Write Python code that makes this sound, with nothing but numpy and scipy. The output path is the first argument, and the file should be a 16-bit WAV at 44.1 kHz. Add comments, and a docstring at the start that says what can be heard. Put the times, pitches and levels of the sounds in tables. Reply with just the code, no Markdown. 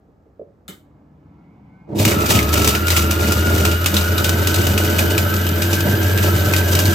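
"""A tiled kitchen corner: close by, a food processor chops onion in its lidded steel bowl.
Hollow knocks ring the housing, a relay clicks, the motor creeps up softly and then throws the
blade into the onion. The blade thrums the bowl and the gears whine, sagging at big pieces and
climbing as the onion gets finer; chunks tumble, crack and spray against the ringing wall."""
import sys
import numpy as np
from scipy import signal
from scipy.fft import rfft, irfft
from scipy.io import wavfile

SR = 44100
rng = np.random.default_rng(int(sys.argv[2]) if len(sys.argv) > 2 else 0)


def put_to_file(sound):
    """Save the sound as 16-bit audio at rate SR, in the file named by the first command-line argument."""
    columns = np.atleast_2d(sound).T  # one column per channel
    safe = np.clip(columns, -1, 1)
    whole_steps = np.round(safe * 32767)
    wavfile.write(sys.argv[1], SR, whole_steps.astype(np.int16))


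N = 306054

# Levels in the tables are relative: each layer sets its own gain.
# blade speed and strain on the gears: t/s, blade passes f/Hz, gear whine level/dB
BLADE_SPEED = [(2.12, 77.6, -9), (2.19, 77.3, 2), (2.29, 77.6, 1), (2.44, 73.6, 1), (2.56, 78, -4),
               (2.72, 77.4, 1), (2.79, 80, -7), (2.87, 83.6, 2), (3.04, 80, -2), (3.13, 83.3, 1),
               (3.3, 82.4, -2), (3.44, 84.2, 4.5), (3.72, 83, 2), (3.87, 87.2, -6), (3.99, 84, -1),
               (4.42, 90, -2), (4.72, 87.3, -2), (5.5, 90.8, -4), (6.21, 92.8, -2), (6.34, 89.8, -3),
               (6.94, 92.8, -1)]
# the blade's thrum: t/s, level/dB
THRUM = [(1.87, -53), (2.02, -29), (2.38, -25), (2.56, -16.5), (2.79, -22.5), (2.9, -17.5), (3.27, -19.5),
         (3.38, -17.5), (3.65, -16.5), (3.92, -22), (4.05, -18.5), (4.57, -18.5), (5.77, -20),
         (6.05, -17.5), (6.94, -16.5)]
# tones of the drive: multiple of the shaft rate, level/dB
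DRIVE_ORDERS = [(2, -12), (3, 3), (4, 5.5), (12, 0), (13, -3.5), (14, 3.5), (15, 0), (18, -9), (28, 3)]
# chopped onion circling with the blade: t/s, level/dB
CHURN = [(2.0, 1), (2.65, 0.5), (2.83, -3), (3.1, -2.5), (3.7, 1.5), (3.79, -9), (3.92, -1), (4.2, 0.5),
         (5.05, 2.5), (5.42, -2.5), (5.75, -0.5), (6.1, 0), (6.4, 2), (6.94, 1)]
# the blade ploughs through a big piece: start t/s, length/s, crunch level/dB, tumble level/dB
BITES = [(1.975, 0.14, -23.5, -21), (2.279, 0.088, -17.5, -18), (2.517, 0.15, -20.5, -24.5),
         (2.86, 0.13, -21.5, -48), (3.188, 0.097, -21, -22.5), (3.443, 0.18, -27, -24.5),
         (5.833, 0.047, -33, -20.5), (6.214, 0.032, -19.5, -18.5)]
# featured cuts: t/s, crack level/dB, wall clack level/dB, clack f/Hz
CHOPS = [(2.0507, -6, -18, 2410), (2.0782, -11, -20, 2130), (2.1176, -41, -17.5, 2100),
         (2.261, -11.5, -29, 2360), (2.3073, -9.5, -25, 2130), (2.3533, -25, -25, 2290),
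         (2.39, -32, -15.5, 2220), (2.5282, -9.5, -29, 2190), (2.6447, -7, -30, 3700),
         (2.675, -4.5, -44, 2970), (2.7506, -14, -20, 2350), (2.903, -5, -18, 3930), (2.965, -7, -18, 2370),
         (3.1085, -8, -42, 3870), (3.3198, -8, -41, 3430), (3.651, -7, -19, 2480),
         (3.714, -15, -22.5, 2780), (3.8597, -5.5, -20, 2900), (3.9415, -9, -43, 2940),
         (3.9665, -10, -13, 3700), (4.1796, -11.5, -20.5, 3770), (4.243, -8.5, -19, 3650),
         (4.4712, -8, -47, 2500), (4.5422, -11.5, -23, 3940), (4.6675, -11, -27, 2840),
         (4.7773, -9.5, -19.5, 2470), (4.9898, -12.5, -17.5, 2518), (5.1786, -8.5, -16, 2460),
         (5.619, -10.5, -23, 2470), (5.7295, -10.5, -45, 2844), (6.185, -19, -22.5, 2430),
         (6.536, -13.5, -13.5, 2340), (6.563, -11.5, -36, 3130), (6.751, -9, -28, 3900),
         (6.7895, -9, -40, 2957)]
# small hard bits ticking on the lid: t/s, level/dB
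LID_TICKS = [(2.428, -9), (2.491, -9.5), (2.5406, -1), (2.6907, -4.5), (2.8693, -7), (2.882, -2),
             (3.2849, -11), (3.5503, -9), (3.8434, -7), (4.293, -3.5), (4.561, -4), (5.34, -7),
             (5.3645, -10), (5.466, -7), (5.4907, -8.5), (5.8064, -5.5), (6.1759, -5.5), (6.2377, -11),
             (6.512, -10)]
# fine wet bits swishing round the wall: t/s, level/dB
SWISH = [(1.9, -73), (2.1, -36), (3.2, -36), (5.0, -32.5), (6.94, -32.5)]
# heavy chunks thrown against the bowl: t/s, level/dB
THUDS = [(1.889, -19), (1.922, -11), (1.994, -6), (2.024, -7), (2.062, -5.5), (2.12, -16), (2.162, -5),
         (2.292, -5), (2.344, -5), (2.379, -4), (2.575, -19), (3.244, -13), (3.54, -12), (3.645, -19),
         (4.453, -13), (4.7, -12), (5.511, -9), (5.932, -7), (6.354, -11), (6.881, -7)]
# the motor's soft start: t/s, shaft f/Hz, level/dB
CREEP = [(.69, 46.6, -89), (.85, 48.2, -60), (1.15, 51.1, -59.5), (1.35, 56, -53.5), (1.5, 59.7, -54.5),
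         (1.75, 62.9, -53), (1.9, 65, -53), (2.1, 72.1, -63)]
# its faint tones: multiple of the shaft rate, level/dB
CREEP_ORDERS = [(3, -16), (6, -13), (12, -10.5), (24, -9.5), (32, -10.5), (34, -8), (36, -12), (38, -9)]
# knocks on the housing: t/s, level/dB, contact brightness f/Hz
KNOCKS = [(.085, -35, 160), (.262, -37, 250), (.3945, -28, 1100), (.414, -28, 1100)]
# relay armature, then its contacts: t/s, click level/dB, thump level/dB
RELAY_HITS = [(0.6804, -31, -58), (0.687, -37.5, -30.5)]

# resonances: f/Hz, width/Hz, level/dB
SHELL_MODES = [(1300, 98, 2), (1420, 32, 8), (1504, 150, -7.5), (1660, 35, 6), (2060, 830, -4.5),
               (2950, 68, 3), (3530, 670, -7.5)]  # the shell round the gears
WALL_MODES = [(1990, 60, -2), (2265, 50, -2), (2452, 45, 1), (2610, 50, -4), (2890, 100, 0), (3160, 50, -4),
              (3700, 200, -4), (4450, 90, -6), (4900, 200, -5), (5950, 250, -6), (8400, 400, -7)]  # bright ring of the steel wall
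SIZZLE_MODES = [(12250, 420, 0), (13620, 220, .5), (14250, 400, -10)]  # the thin wall under wet bits
BOWL_MODES = [(101.2, 11, 4.5), (149.8, 21.3, -4), (203.7, 15.9, 2), (288.5, 29, -6), (284.2, 24.4, -4),
              (334.6, 30, 0.5), (394.8, 5.9, -1.5), (425.6, 17, -2), (593.2, 43.5, -6), (703, 57, -12),
              (920, 120, -16)]  # low body of the bowl
MOTOR_MODES = [(170, 80, 13), (330, 45, 8), (720, 260, -7), (1220, 780, -16), (2025, 110, -12),
               (2295, 70, -10), (2410, 90, -14)]  # the motor's body
HOUSING_MODES = [(166, 38, -21), (330, 46, -7.5), (395, 19, -3.5), (436, 21, 2.5), (570, 70, -4),
                 (702, 22, -10)]  # the hollow housing
RELAY_MODES = [(1240, 110, 2), (1410, 110, 6), (2130, 150, 1), (2960, 70, 5), (3090, 67, 7), (3630, 360, 2),
               (4300, 1200, -11)]  # ring of the relay
MOUNT_MODES = [(180, 24, 17), (355, 155, 9.3)]  # thump of its mount

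# spectra: f/Hz, level/dB
CRUNCH_EQ = [(200, 5), (700, 1), (1100, 6), (1900, -0.5), (2500, 4.5), (4800, 3), (7200, 4.1), (8600, 4),
             (11200, 4), (13700, -2.5), (14400, 3), (15700, -1)]  # bursting onion cells
SNAP_EQ = [(100, -10), (400, -6), (1500, 1), (4500, -5), (8000, 10.5), (13000, 5), (16000, 3)]  # the relay's bright edge
ROOM_EQ = [(15, -50), (69, -6.5), (135, -15), (176, -13), (769, -26.5), (1000, -34), (1280, -32),
           (1460, -38.5), (3260, -54), (15000, -63)]  # low room rumble

# how alike left and right sound: f/Hz, likeness/0-1
LIKENESS = [(90, .98), (200, .94), (350, .75), (600, .62), (1400, .42), (3000, .5), (5000, .55),
            (6800, .68), (8300, .8), (9100, .994), (13300, .99), (16000, .85)]
# phase between left and right, which sets the stereo width: f/Hz, left lead/rad
STEREO_PHASE = [(100, 0), (600, -.3), (1400, -1.65), (2100, 1.1), (3200, 1.1), (4700, -.7), (6500, 0),
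                (8300, 1.7), (9050, 3.0), (10250, 3.25), (10600, 3.9), (12500, 6.1), (13700, 6.4),
                (15700, 8.6)]
# stereo balance: f/Hz, left minus right level/dB
BALANCE = [(100, .5), (180, .8), (300, -1.2), (600, -3.5), (1400, -1.8), (3000, .2), (5000, 3.5),
           (7500, -.3), (12000, 0)]


def blade(pass_hz, flutter_db=1.3, slip_rad=0.63, octave_db=-22):
    """The blade shakes the bowl once per pass; the shifting load makes it flutter."""
    angle = 2 * np.pi * np.cumsum(pass_hz) / SR + slip_rad * drift(3.1)
    tone = np.sin(angle) + from_db(octave_db) * np.sin(2 * angle)
    thrum_db = in_time(THRUM)[0] + flutter_db * drift(24)
    return stereo(from_db(thrum_db) * rms_one(tone), np.zeros(N))


def drive(pass_hz, strain_db, shaft_ratio=17 / 14, teeth=14, backlash_rad=0.13, gain_db=-26):
    """The gears sing at their tooth rate; rough shaft tones surge as they cross shell resonances."""
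    angle = 2 * np.pi * np.cumsum(pass_hz) / SR * shaft_ratio
    chatter_rad = .45 + .08 * np.maximum(pass_hz - 84, 0)  # the teeth chatter more at high speed
    paths = []
    for _ in range(2):
        tones = 0
        for order, db in DRIVE_ORDERS:
            level = from_db(db + 4 * drift(15))
            loose_angle = angle + backlash_rad * drift(27)  # play smears the high orders most
            tones += level * np.sin(round(order) * loose_angle)
        voiced = resonate(tones, SHELL_MODES) + from_db(-12) * tones
        rattle = resonate(grains(per_s=2100, spread_db=-4), SHELL_MODES)
        growl = from_db(-2.5) * rms_one(voiced) + from_db(-6.5) * rms_one(rattle)
        whine_db = strain_db - 3 + 2.5 * drift(20)
        whine = from_db(whine_db) * rms_one(np.sin(teeth * angle + chatter_rad * drift(20)))
        paths.append(from_db(gain_db) * (growl + whine))
    return stereo(*paths)


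def crunch(mince_db, nicks_per_s=110):
    """Onion cells burst in clumps; each clean cut is a sharp crack and a spray of bits."""
    cuts = all_cuts()
    times, crack_db = cuts.T[:2]
    hits = strikes(times, crack_db)
    nicks = (rng.random(N) < nicks_per_s / SR) * rng.random(N)  # small pieces meet the blade
    clumps = from_db(-5) + from_db(-3) * die_away(nicks, t60=0.095)
    mince = from_db(mince_db - 3) * rms_one(clumps)
    cracks = from_db(9) * cut_force(hits, tail_s=0.0046)
    spray = from_db(-13) * cut_force(hits, tail_s=0.21)
    envelope = np.sqrt(mince ** 2 + cracks ** 2 + spray ** 2)
    paths = []
    for _ in range(2):
        bursts = envelope * grains(per_s=3600, spread_db=-2)
        cells = from_db(-0.5) * colour(bursts + ticks(hits), CRUNCH_EQ)
        wall = sum(resonate(cells, [mode]) for mode in WALL_MODES)
        paths.append(cells + wall + swish() + clacks(cuts) + patter(mince_db))
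    return stereo(*paths)


def all_cuts(small_count=10, from_s=4.0, spread_db=8, low_hz=2340, high_hz=4170):
    """The featured cuts, plus lesser ones of random time, strength and pitch once the pieces circle."""
    when, strength, pitch = rng.random((small_count, 3)).T
    times = from_s + when * ((N - 1) / SR - from_s)
    swing_db = spread_db * (2 * strength - 1)
    crack_db, clack_db = swing_db - 19.5, swing_db - 32.5
    clack_hz = low_hz + pitch * (high_hz - low_hz)
    return np.vstack([CHOPS, np.transpose([times, crack_db, clack_db, clack_hz])])


def cut_force(hits, tail_s, edge_t60=.012):
    """The force of a cut builds while the edge bites in, then dies away."""
    return die_away(hits, tail_s + edge_t60) - die_away(hits, edge_t60)


def onion_load(mince_db=-29, tumble_db=-22.5, attack_s=.025, release_s=.06):
    """Crunch and tumble envelopes in dB: each bite swells, holds and lets go over the churn."""
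    t = np.arange(N) / SR
    churn_db, = in_time(CHURN)
    power = from_db([churn_db + mince_db, churn_db + tumble_db]) ** 2
    for start, length, crunch_db, chunks_db in BITES:
        grip = np.interp(t - start, [0, attack_s, length, length + release_s], [0, 1, 1, 0])
        power += (grip * from_db([[crunch_db], [chunks_db]])) ** 2
    return 10 * np.log10(power)


def tumble(chunks_db, thud_gain_db=43, soft_hz=500):
    """Soft chunks keep the bowl ringing; heavy ones move only its lowest resonances."""
    common, apart = [resonate(grains(per_s=600, spread_db=2.5), BOWL_MODES) for _ in range(2)]
    level = from_db(chunks_db + 1)
    pushes = soften(strikes(*np.transpose(THUDS)), soft_hz)
    thuds = from_db(thud_gain_db) * resonate(pushes, BOWL_MODES[:4])
    return stereo(level * rms_one(common) + thuds, level * rms_one(apart))


def clacks(cuts, gain_db=13, hit_db=5, hit_t60=0.0062, rattle_t60=.09, width_hz=520):
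    """Each flung piece hits the steel wall hard, then rattles on it at a pitch of its own."""
    out, t = np.zeros(N + SR), np.arange(SR // 10) / SR
    force = from_db(hit_db - 60 * t / hit_t60) + from_db(-60 * t / rattle_t60)
    for s, _, clack_db, hz in cuts:
        contact = rng.standard_normal(len(t)) * from_db(gain_db + clack_db) * force
        start = round(s * SR)
        out[start:start + len(t)] += resonate(contact, [(hz, width_hz, 0)])
    return out[:N]


def ticks(cut_hits, lid_db=-12.5, skin_db=-13):
    """Short grainy ticks: hard bits strike the lid, and the skin gives way as each cut opens."""
    clicks = from_db(lid_db) * strikes(*np.transpose(LID_TICKS)) + from_db(skin_db) * cut_hits
    return die_away(clicks, t60=0.034) * grains(per_s=7000, spread_db=-2)


def patter(mince_db, bits_per_s=220, width_hz=150, gain_db=-9):
    """Diced bits pepper the wall at random; each stirs one of its resonances for a moment."""
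    rings = 0
    for hz, _, db in WALL_MODES:
        bits = grains(per_s=bits_per_s / len(WALL_MODES), spread_db=2.5)
        rings += resonate(bits, [(hz, width_hz, db)])
    return from_db(gain_db + mince_db) * rms_one(rings)


def swish():
    """Fine wet bits sweep round the thin wall and make it sizzle."""
    sizzle = sum(resonate(rng.standard_normal(N), [mode]) for mode in SIZZLE_MODES)
    return from_db(in_time(SWISH)[0]) * rms_one(sizzle)


def knocks(gain_db=47):
    """Dull knocks ring the hollow housing."""
    pushes = sum(soften(strikes([s], db), soft_hz) for s, db, soft_hz in KNOCKS)
    return kitchen(from_db(gain_db) * resonate(pushes, HOUSING_MODES), t60=0.28, wet_db=-5)


def relay(gain_db=25, snap_db=-15):
    """The relay snaps, thumps its mount and leaves a short echo."""
    times, click_db, thump_db = np.transpose(RELAY_HITS)
    clicks = strikes(times, click_db)
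    ring = resonate(clicks, RELAY_MODES)
    thump = resonate(strikes(times, thump_db), MOUNT_MODES)
    snap = from_db(snap_db) * colour(clicks, SNAP_EQ)
    return from_db(gain_db) * kitchen(ring + thump + snap, t60=0.26, wet_db=8)


def soft_start(flutter_db=4, rub_db=9, rub_hz=1700):
    """The slow rotor creeps up unevenly, sliding its tones through the motor's resonances."""
    shaft_hz, level_db = in_time(CREEP)
    angle = 2 * np.pi * np.cumsum(shaft_hz) / SR
    tones = sum(from_db(db + flutter_db * drift(7.6)) * np.sin(round(order) * angle)
                for order, db in CREEP_ORDERS)
    rub = from_db(rub_db) * soften(rng.standard_normal(N), rub_hz, order=1)
    hum = rms_one(resonate(tones + rub, MOTOR_MODES))
    return kitchen(from_db(level_db) * hum, t60=0.15, wet_db=3)


def room_tone(level_db=-52.5):
    """A quiet bed of low rumble under everything."""
    air = stereo(*rng.standard_normal((2, N)))
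    return from_db(level_db) * rms_one(colour(air, ROOM_EQ))


def kitchen(x, t60, wet_db):
    """The direct sound and a diffuse tail from worktop and tiles."""
    decay = from_db(-60 * np.arange(SR // 2) / SR / t60)
    tails = from_db(wet_db) * rng.standard_normal((2, len(decay))) * decay / np.linalg.norm(decay)
    common, apart = [signal.fftconvolve(x, tail)[:N] for tail in tails]
    return stereo(x + common, apart)


def stereo(common, apart):
    """Left and right share part of the sound; the phase between them, by frequency, sets the width."""
    alike = np.clip(per_bin(LIKENESS), 0, 1)
    sides = np.array([[1], [-1]])
    field = np.sqrt((1 + alike) / 2) * rfft(common) + sides * np.sqrt((1 - alike) / 2) * rfft(apart)
    balance = from_db(sides * per_bin(BALANCE) / 2)
    phase_turn = np.exp(.5j * sides * per_bin(STEREO_PHASE))
    return irfft(field * balance * phase_turn, N)


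def resonate(x, modes):
    """Parallel resonances of alternating sign."""
    out = 0
    for k, (hz, width, db) in enumerate(modes):
        r = np.exp(-np.pi * width / SR)
        poles = [1, -2 * r * np.cos(2 * np.pi * hz / SR), r * r]
        gain = (-1) ** k * from_db(db) * (1 - r * r) / 2
        out += gain * signal.lfilter([1, 0, -1], poles, x + 1e-18)
    return out


def grains(per_s, spread_db):
    """Random tiny impacts; a positive spread makes a few stand out, a negative one sinks a few."""
    sizes = from_db(spread_db * np.minimum(rng.exponential(1, N), 4)) * rng.choice([-1, 1], N)
    return rms_one(sizes * (rng.random(N) < per_s / SR))


def strikes(times, db):
    """One click per event."""
    clicks = np.zeros(N)
    clicks[np.round(np.asarray(times) * SR).astype(int)] = from_db(db)
    return clicks


def die_away(clicks, t60):
    """Each click starts an envelope that falls 60 dB in t60 seconds."""
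    return signal.lfilter([1], [1, -from_db(-60 / (t60 * SR))], clicks + 1e-18)


def drift(rate_hz):
    """Slow random wander at unit RMS."""
    hz = np.fft.rfftfreq(N, 1 / SR)
    return rms_one(irfft(rfft(rng.standard_normal(N)) / (1 + (hz / rate_hz) ** 2), N))


def soften(x, hz, order=2):
    """Roll off the top."""
    return signal.sosfilt(signal.butter(order, hz, fs=SR, output="sos"), x + 1e-18)


def colour(x, spectrum):
    """Shape a sound with an EQ curve."""
    return irfft(rfft(x) * from_db(per_bin(spectrum)), N)


def per_bin(points):
    """A curve over frequency, read at every FFT bin."""
    hz, value = np.transpose(points)
    return np.interp(np.log(np.fft.rfftfreq(N, 1 / SR) + 1), np.log(hz), value)


def in_time(rows):
    """The columns of an automation curve, sample by sample."""
    times, *columns = np.transpose(rows)
    return [np.interp(np.arange(N) / SR, times, column) for column in columns]


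def fade_in(start_s, rise_s):
    """Silence, then a straight rise to full level."""
    return np.clip((np.arange(N) / SR - start_s) / rise_s, 0, 1)


def from_db(db):
    """Decibels to amplitude."""
    return 10 ** (np.asarray(db) / 20)


def rms_one(x):
    """Scale to unit RMS."""
    return x / np.sqrt(np.mean(x ** 2) + 1e-20)


def scene():
    """The machine at work over a quiet room."""
    speed_hz, strain_db = in_time(BLADE_SPEED)
    pass_hz = speed_hz * (1 + 0.002965 * drift(5.75))  # the shifting load makes the drive waver
    mince_db, chunks_db = onion_load()
    spin_up = fade_in(1.868, rise_s=0.11)
    machine = spin_up * blade(pass_hz) + fade_in(2.0, rise_s=0.1) * drive(pass_hz, strain_db)
    onion = spin_up * tumble(chunks_db) + fade_in(1.948, rise_s=0.045) * crunch(mince_db)
    return machine + onion + soft_start() + knocks() + relay() + room_tone()


def record(dry, low_cut_hz=42, high_cut_hz=15850):
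    """The microphone sheds the deep bass; peaks clip at full scale and the very top is cut."""
    lean = signal.sosfilt(signal.butter(2, low_cut_hz, "high", fs=SR, output="sos"), dry)
    top_cut = signal.ellip(10, .2, 70, high_cut_hz, fs=SR, output="sos")
    return signal.sosfilt(top_cut, np.clip(lean, -1, 1))


dry = scene()
out = record(dry)
put_to_file(out)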